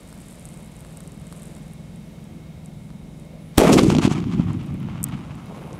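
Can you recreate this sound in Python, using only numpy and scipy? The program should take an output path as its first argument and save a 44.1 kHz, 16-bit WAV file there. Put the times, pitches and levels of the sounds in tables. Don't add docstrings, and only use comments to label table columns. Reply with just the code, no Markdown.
import sys
import numpy as np
from scipy import signal
from scipy.io import wavfile
from scipy.ndimage import uniform_filter1d

SR = 44100
rng = np.random.default_rng(int(sys.argv[2]) if len(sys.argv) > 2 else 0)


def wav_record(signal):
    frames = np.transpose(np.atleast_2d(signal))
    bounded = np.clip(frames, -1, 1)
    quanta = np.round(bounded * 32767).astype(np.int16)
    wavfile.write(sys.argv[1], SR, quanta)


def to_linear_factor(level_db):
    exponent = np.asarray(level_db, float) / 20
    return 10 ** exponent


N = 255466
T = np.arange(N) / SR
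BOOM_S = 3.579
AFTER = np.maximum(T - BOOM_S, 0)


def curves(table):
    s, *columns = np.transpose(table)
    return [np.interp(T, s, c) for c in columns]


def band(x, hz, width, order=2):
    edges = [max(hz - width / 2, hz / 4), min(hz + width / 2, .45 * SR)]
    y = signal.sosfilt(signal.butter(order, edges, "band", fs=SR, output="sos"), x)
    return y / np.sqrt(np.mean(y ** 2))


def noise(hz, width, order=2):
    return band(rng.standard_normal(N), hz, width, order)


def walk(rate):
    k = int(SR / rate)
    held = np.repeat(rng.standard_normal(N // k + 1), k)
    return 0.66 * uniform_filter1d(held, k)[:N]


def add(out, s, shape):
    i = int(round(s * SR))
    out[i:i + len(shape)] += shape[:N - i]


def gate(s, length, edge):
    rise = 1 + np.exp(np.clip(-(T - s) / edge, -40, 40))
    fall = 1 + np.exp(np.clip((T - s - length) / edge, -40, 40))
    return 1 / rise / fall


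def tick(hz, ms):
    t = np.arange(SR // 100) / SR
    return np.sin(2 * np.pi * hz * t) * np.exp(-t * 1000 / ms) * (1 - np.exp(-t * SR / 3.))


# t/s, level/dB
ENGINE_LEVEL = [(0, -52), (.5, -43.5), (1, -44), (1.6, -39.5), (2.2, -44), (2.9, -39.5), (3.5, -42),
                (5.8, -41)]
# t/s, f/Hz
FIRING_RATE = [(0, 19.2), (.6, 19.5), (1, 20.0), (1.6, 20.8), (2.2, 21.6), (2.9, 22.4), (3.5, 22.9),
               (5.8, 24.0)]
# f/Hz, width/Hz, level/dB
EXHAUST = [(76, 40, -10), (160, 30, 5), (207.9, 20, 0), (296, 78, -19)]


def engine():
    turns = 0.302 + np.cumsum(curves(FIRING_RATE)[0]) / SR
    fired = np.flatnonzero(np.diff(np.floor(turns)))
    chance = rng.standard_normal((len(fired), 2))
    late = (.0004 * SR * chance[:, 0]).astype(int)
    pulses = np.zeros(N)
    pulses[np.clip(fired + late, 0, N - 1)] = -to_linear_factor(1.2 * chance[:, 1])
    pipe = sum(to_linear_factor(db) * band(pulses, hz, width) for hz, width, db in EXHAUST)
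    return to_linear_factor(curves(ENGINE_LEVEL)[0]) * pipe / pipe.std()


# f/Hz, level/dB per Hz
NIGHT_SPECTRUM = [(15, -43), (25, -15), (55, -2.5), (110, -8), (170, -0.5), (210, -7.5), (389, -18.5),
                  (598, -17), (1570, -47.5), (2490, -34), (3830, -48), (9550, -41.5), (15500, -48)]


def night():
    out = 0
    f, density_db = np.transpose(NIGHT_SPECTRUM)
    for hz in 25 * 2 ** np.arange(0, 9.4, .5):
        db = np.interp(np.log(hz), np.log(f), density_db) + 10 * np.log10(hz) + 3.3 * walk(6.14)
        out = out + to_linear_factor(db) * noise(hz, hz / 2.63)
    return to_linear_factor(-43) * out / out.std()


# f/Hz, wander/Hz, level/dB
INSECTS = [(2170, 65, -65.5), (3130, 90, -75), (3770, 170, -68)]


def insects():
    out = np.zeros(N)
    for hz, wander, db in INSECTS:
        tone = np.sin(2 * np.pi * np.cumsum(hz + wander * walk(200)) / SR)
        out += to_linear_factor(db + 2 * walk(45)) * (tone + .5 * noise(hz, 2 * wander))
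    return out


# t/s, level/dB
FUSE = [(0, -63), (.06, -57), (.29, -52), (.71, -60), (.97, -56), (1.16, -63), (1.42, -51.5), (1.84, -68.5),
        (2.3, -70), (2.9, -81), (3.56, -75)]
# t/s, peak level/dB
SPITS = [(.1277, -33), (.1775, -38), (.3105, -34), (.396, -32), (.4543, -24), (.489, -29.5), (.5417, -35),
         (.574, -34), (.766, -34), (.8065, -31), (.849, -35), (.9722, -25.5), (1.0053, -29), (1.076, -29),
         (1.12, -34.5), (1.2692, -33), (1.3157, -43), (1.3263, -30.5), (1.4213, -30), (1.432, -30.5),
         (1.479, -44), (1.5509, -33), (1.735, -34), (1.96, -37), (2.2417, -39), (2.6484, -44),
         (2.6597, -31), (3.1983, -38), (3.252, -45)]
# t/s, peak level/dB, f/Hz
POPS = [(0.1272, -29, 1240), (0.779, -39, 1030), (0.849, -29.5, 1440), (0.971, -46, 2180),
        (1.006, -33, 1400), (1.3258, -25, 1200), (1.5673, -33, 1130), (2.8923, -40, 1180),
        (2.904, -32.5, 1300)]


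def fuse():
    fizz_db = curves(FUSE)[0]
    surge = to_linear_factor(-44.5) * np.exp(np.minimum(T - BOOM_S, 0) / 0.017)
    hiss = to_linear_factor(-52.5 - 2.5 + 0.2 * (fizz_db + 59)) + surge
    chance = rng.random((N, 2))
    size_db = np.minimum(-5 * np.log(1 - chance[:, 1]), 15)
    sparks = (chance[:, 0] < 350 / SR) * to_linear_factor(size_db + 2 * walk(30))
    fizz = band(sparks, 8200, 2200) - .8 * band(sparks, 10700, 2800) + .6 * noise(8300, 3000)
    out = (to_linear_factor(fizz_db - 6.5) * fizz + hiss * noise(1130, 1670, order=1)) * (T < BOOM_S)
    out += to_linear_factor(-66 + 1.8 * walk(140)) * gate(3.40, .13, 0.013) * noise(10300, 2200)
    small = np.flatnonzero((rng.random(N) < 20 / SR) & (T < BOOM_S))
    spits = list(SPITS) + [(T[i], fizz_db[i] + 15) for i in small]
    port_hz = 8300 * (1 + .04 * rng.standard_normal(len(spits)))
    for (s, db), hz in zip(spits, port_hz):
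        add(out, s, to_linear_factor(db + 3) * (tick(hz, .32) - .6 * tick(1.35 * hz, .2)))
    for s, db, hz in POPS:
        add(out, s, to_linear_factor(db) * (tick(hz, 0.45) + 0.85 * tick(3600, 0.19)))
    return out


# t/s, pressure step, relaxation/ms
SHOCKS = [(3.5781, .6, .7), (3.5794, 2.5, 4), (3.5815, -4, 3), (3.5829, 3.3, 1.1), (3.5847, -.9, 1.0),
          (3.5867, .95, .8), (3.5887, -.5, .6), (3.5911, -.6, 1.0), (3.5921, .8, .5), (3.5933, .4, .8),
          (3.5960, -.3, .6)]
# t/s, length/s, level/dB
TEARING = [(3.5745, .004, -28), (3.578, .0025, -21), (3.5811, .0009, 8), (3.5824, .0008, 3),
           (3.5885, .001, -16), (3.5905, .003, -24), (3.596, .0015, -24), (3.6003, .002, -22)]


def blast():
    out = np.zeros(N)
    t = np.arange(SR // 20) / SR
    for s, step, ms in SHOCKS:
        add(out, s, step * np.exp(-t * 1000 / ms) * (1 - np.exp(-t * SR / 3.)))
    tearing = sum(to_linear_factor(db) * gate(s, length, .0002) for s, length, db in TEARING)
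    out += noise(6500, 11000) * tearing
    boom = np.sin(2 * np.pi * 55 * AFTER) * to_linear_factor(-29 - 60 * AFTER)
    return np.clip(out, -1.1, 1.1) + boom


def thud(hz, turns, steep=0):
    t = (np.arange(SR // 25) - SR // 50) / SR * hz
    octave = np.sin(4 * np.pi * t - .8) * np.exp(-(2 * t / turns) ** 2)
    wave = np.sin(2 * np.pi * t - .4) + steep * octave
    return wave * np.exp(-(t / turns) ** 2) * np.hanning(len(t)) ** 0.93


# t/s, peak level/dB, f/Hz
THUDS = [(3.6009, -3, 334), (3.621, -3, 360), (3.6514, -1, 390), (3.6977, -3, 446), (3.7126, -14, 287),
         (3.7395, -7, 220), (3.77, -0.5, 260), (3.7915, -3, 300), (3.836, -3, 240), (3.8516, -11, 210),
         (3.8677, -5, 274), (3.886, -5, 164), (3.9016, -6.5, 257), (3.9278, -10.5, 260), (3.9566, -7, 202),
         (3.9693, -6, 210), (3.9878, -2.5, 255), (4.0527, 0.8, 200), (4.0774, -5, 255), (4.116, -9.5, 183),
         (4.185, -14.5, 221), (4.2956, -12.5, 197), (4.3356, -18, 232), (4.399, -3.5, 177),
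         (4.5528, -17.5, 228), (4.7114, -18, 141), (5.0158, -20.5, 176), (5.137, -19, 160),
         (5.152, -20, 160), (5.309, -23, 142)]


def thuds():
    out = np.zeros(N)
    for s, db, hz in THUDS:
        steep = 0.55 * np.exp((BOOM_S - s) / 0.24)
        add(out, s - .02, to_linear_factor(db) * thud(hz, 0.63, steep))
    return out


# t/s, length/s, level/dB, brightness/dB per band
TREES = [(3.597, 0.056, -30.5, -5), (3.65, 0.064, -35.5, -9.5), (3.726, 0.02, -29.5, 3),
         (3.774, 0.023, -29.5, -6), (3.832, 0.0058, -47.5, 15.5), (3.864, 0.012, -49, 1),
         (3.901, 0.028, -39, -1.5), (4.017, 0.052, -37, -3.5), (4.095, 0.043, -48, -3.5),
         (4.141, 0.049, -53, -9), (4.311, 0.037, -53, -5.5), (4.379, 0.04, -53.5, -9),
         (4.467, 0.042, -57.5, -12), (4.89, 0.444, -68.5, -11), (5.118, 0.032, -62, -13)]
# f/Hz, width/Hz, near scrub level/dB, its t60/s, far woods level/dB, drift/dB per s
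SCATTER = [
    (1016, 716, -26.5, 1.29, -54, 2.5),
    (2660, 1520, -28, 1.05, -54, -2.5),
    (5700, 3700, -29.5, 1.19, -73, 4),
]


def trees():
    out = np.zeros(N)
    chance = rng.random((N, 2))
    clicks = (chance[:, 0] < 1500 / SR) * to_linear_factor(np.minimum(-4 * np.log(1 - chance[:, 1]), 11))
    grit = clicks / clicks.std() + .6 * rng.standard_normal(N)
    gusts = 2.5 * walk(60)
    started = gate(3.604, 9, 0.0016)
    rise = np.minimum(AFTER / .09 / 2, 1) ** 2
    for k, (hz, width, near_db, t60, far_db, drift_db) in enumerate(SCATTER):
        crowns = sum(to_linear_factor(db + (k - 1) * bright_db) * gate(s, length, 0.0024)
                     for s, length, db, bright_db in TREES)
        field = to_linear_factor(near_db - 60 * AFTER / t60) * rise + to_linear_factor(far_db + drift_db * AFTER)
        hiss = band(grit, hz, width)
        if k == 2:
            hiss = hiss - to_linear_factor(-2.5 - 11 * AFTER) * band(grit, 10000, 6000)
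        clumps = to_linear_factor(gusts + 1.8 * walk(35))
        out += (-1) ** k * hiss * clumps * (crowns + started * field)
    return out


def swarm(start, length, pitch, octaves, count):
    out = np.zeros(N)
    for when, size, tune, sign in rng.random((count, 4)):
        s = start + length * when
        hz = pitch[min(int(s * SR), N - 1)] * 2 ** (octaves * (tune - .5))
        add(out, s - .02, np.sign(sign - .5) * to_linear_factor(8 * size) * thud(hz, turns=.9))
    return out / out[int(start * SR):int((start + length) * SR)].std()


# t/s, level/dB
RUMBLE = [(3.61, -18.5), (3.72, -7.5), (3.8, -15), (4.0, -19.5), (4.24, -27), (4.42, -21.5), (4.56, -29),
          (5.15, -34.5), (5.6, -42)]


def rumble():
    pitch = 177.3 + (338 - 177.3) * np.exp(-AFTER / 0.37)
    out = to_linear_factor(curves(RUMBLE)[0]) * swarm(3.6, 2.19, pitch, octaves=1.33, count=1500)
    sinking = 684 * np.exp(-AFTER / 0.64)
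    out += to_linear_factor(-13.5 - 60 * AFTER) * swarm(3.6, 0.46, sinking, octaves=0.32, count=500)
    hills = swarm(3.7, 2.09, np.full(N, 92.), octaves=1.0, count=160)
    out += to_linear_factor(-26.5 - 60 * AFTER / 4.36) * hills
    return gate(3.604, 9, 0.0016) * out


# t/s, peak level/dB, f/Hz, treble level/dB
CRACKS = [(3.792, 3.5, 930, 3), (3.902, -3.5, 921, -2), (3.918, -11.5, 1360, -6), (3.95, -5, 696, 1),
          (3.966, -8.5, 695, 2), (3.985, -16, 1270, 13.5), (3.995, -17, 988, 1), (4.051, -12, 790, 10),
          (4.078, -9, 910, 1.5), (4.114, -9.5, 696, -7), (4.203, -29.5, 3600, 8),
          (4.241, -21.5, 1150, -1.5), (4.473, -30, 900, -2), (4.705, -27, 959, -8), (4.83, -34, 2200, -6),
          (4.887, -19, 870, -32), (4.957, -22.5, 1080, -18)]


def cracks():
    out = np.zeros(N)
    t = np.arange(SR // 100) / SR
    for s, db, hz, treble_db in CRACKS:
        spray = uniform_filter1d(rng.standard_normal(len(t)), size=4)
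        spray = uniform_filter1d(spray, size=3) * np.exp(-t / .0025)
        splinter = .6 * tick(2600, .25) + .3 * spray
        add(out, s, to_linear_factor(db) * (tick(hz, 0.54) + to_linear_factor(treble_db) * splinter))
    return out


# t/s, peak level/dB, f/Hz
EMBERS = [(4.532, -35.5, 7250), (4.632, -45, 9000), (4.663, -41, 8550), (4.742, -41, 8950),
          (4.801, -41, 11000), (4.83, -45, 10940), (5.0304, -17, 8300), (5.0404, -4, 8400),
          (5.0426, -11, 8800), (5.0465, -37, 9400), (5.048, -37, 9000), (5.0866, -36, 7860),
          (5.354, -41, 8100), (5.46, -42, 9800), (5.7303, -33.5, 5960)]


def embers():
    out = to_linear_factor(-60.5 + 3.0 * walk(75)) * gate(5.58, 0.71, 0.12) * noise(10400, 3000)
    for s, db, hz in EMBERS:
        add(out, s, to_linear_factor(db + 6.5) * (tick(hz, 0.23) - 0.6 * tick(1.47 * hz, .2)))
    return signal.sosfilt(signal.butter(2, 5000, "high", fs=SR, output="sos"), out)


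def houses():
    farm = to_linear_factor(-53) * gate(4.93, 0.22, .03)
    village = to_linear_factor(-44) * gate(5.47, 9, 0.016)
    return (farm + village) * swarm(4.8, .99, np.full(N, 576.), octaves=1.4, count=800)


def echoes():
    out = thuds() + trees() + rumble() + cracks() + houses()
    below = signal.sosfiltfilt(signal.butter(3, 12300, fs=SR, output="sos"), out)
    return below + (out - below) * to_linear_factor(2 - 35.5 * AFTER)


def scene():
    return (engine() + night() + insects() + fuse() + blast() + echoes() + embers())[None]


def low_pass(x):
    return signal.sosfilt(signal.butter(12, 16520, fs=SR, output="sos"), x)


# f/Hz, width/Hz, depth (0-1)
CASE_DIPS = [(1622, 750, 0.23), (3800, 265, 0.07), (6300, 360, 0.01)]


def record(dry):
    x = signal.sosfilt(signal.butter(2, 25, "high", fs=SR, output="sos"), dry)
    for hz, width, depth in CASE_DIPS:
        x = x - depth * signal.lfilter(*signal.iirpeak(hz, hz / width, fs=SR), x)
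    x = .78 * np.tanh(1.4 * x)
    x = signal.sosfilt(signal.butter(1, 16000, fs=SR, output="sos"), x)
    mix = signal.sosfilt(signal.ellip(8, .3, 45, 15700, fs=SR, output="sos"), x)
    return low_pass(mix)


dry = scene()
out = record(dry)
wav_record(out)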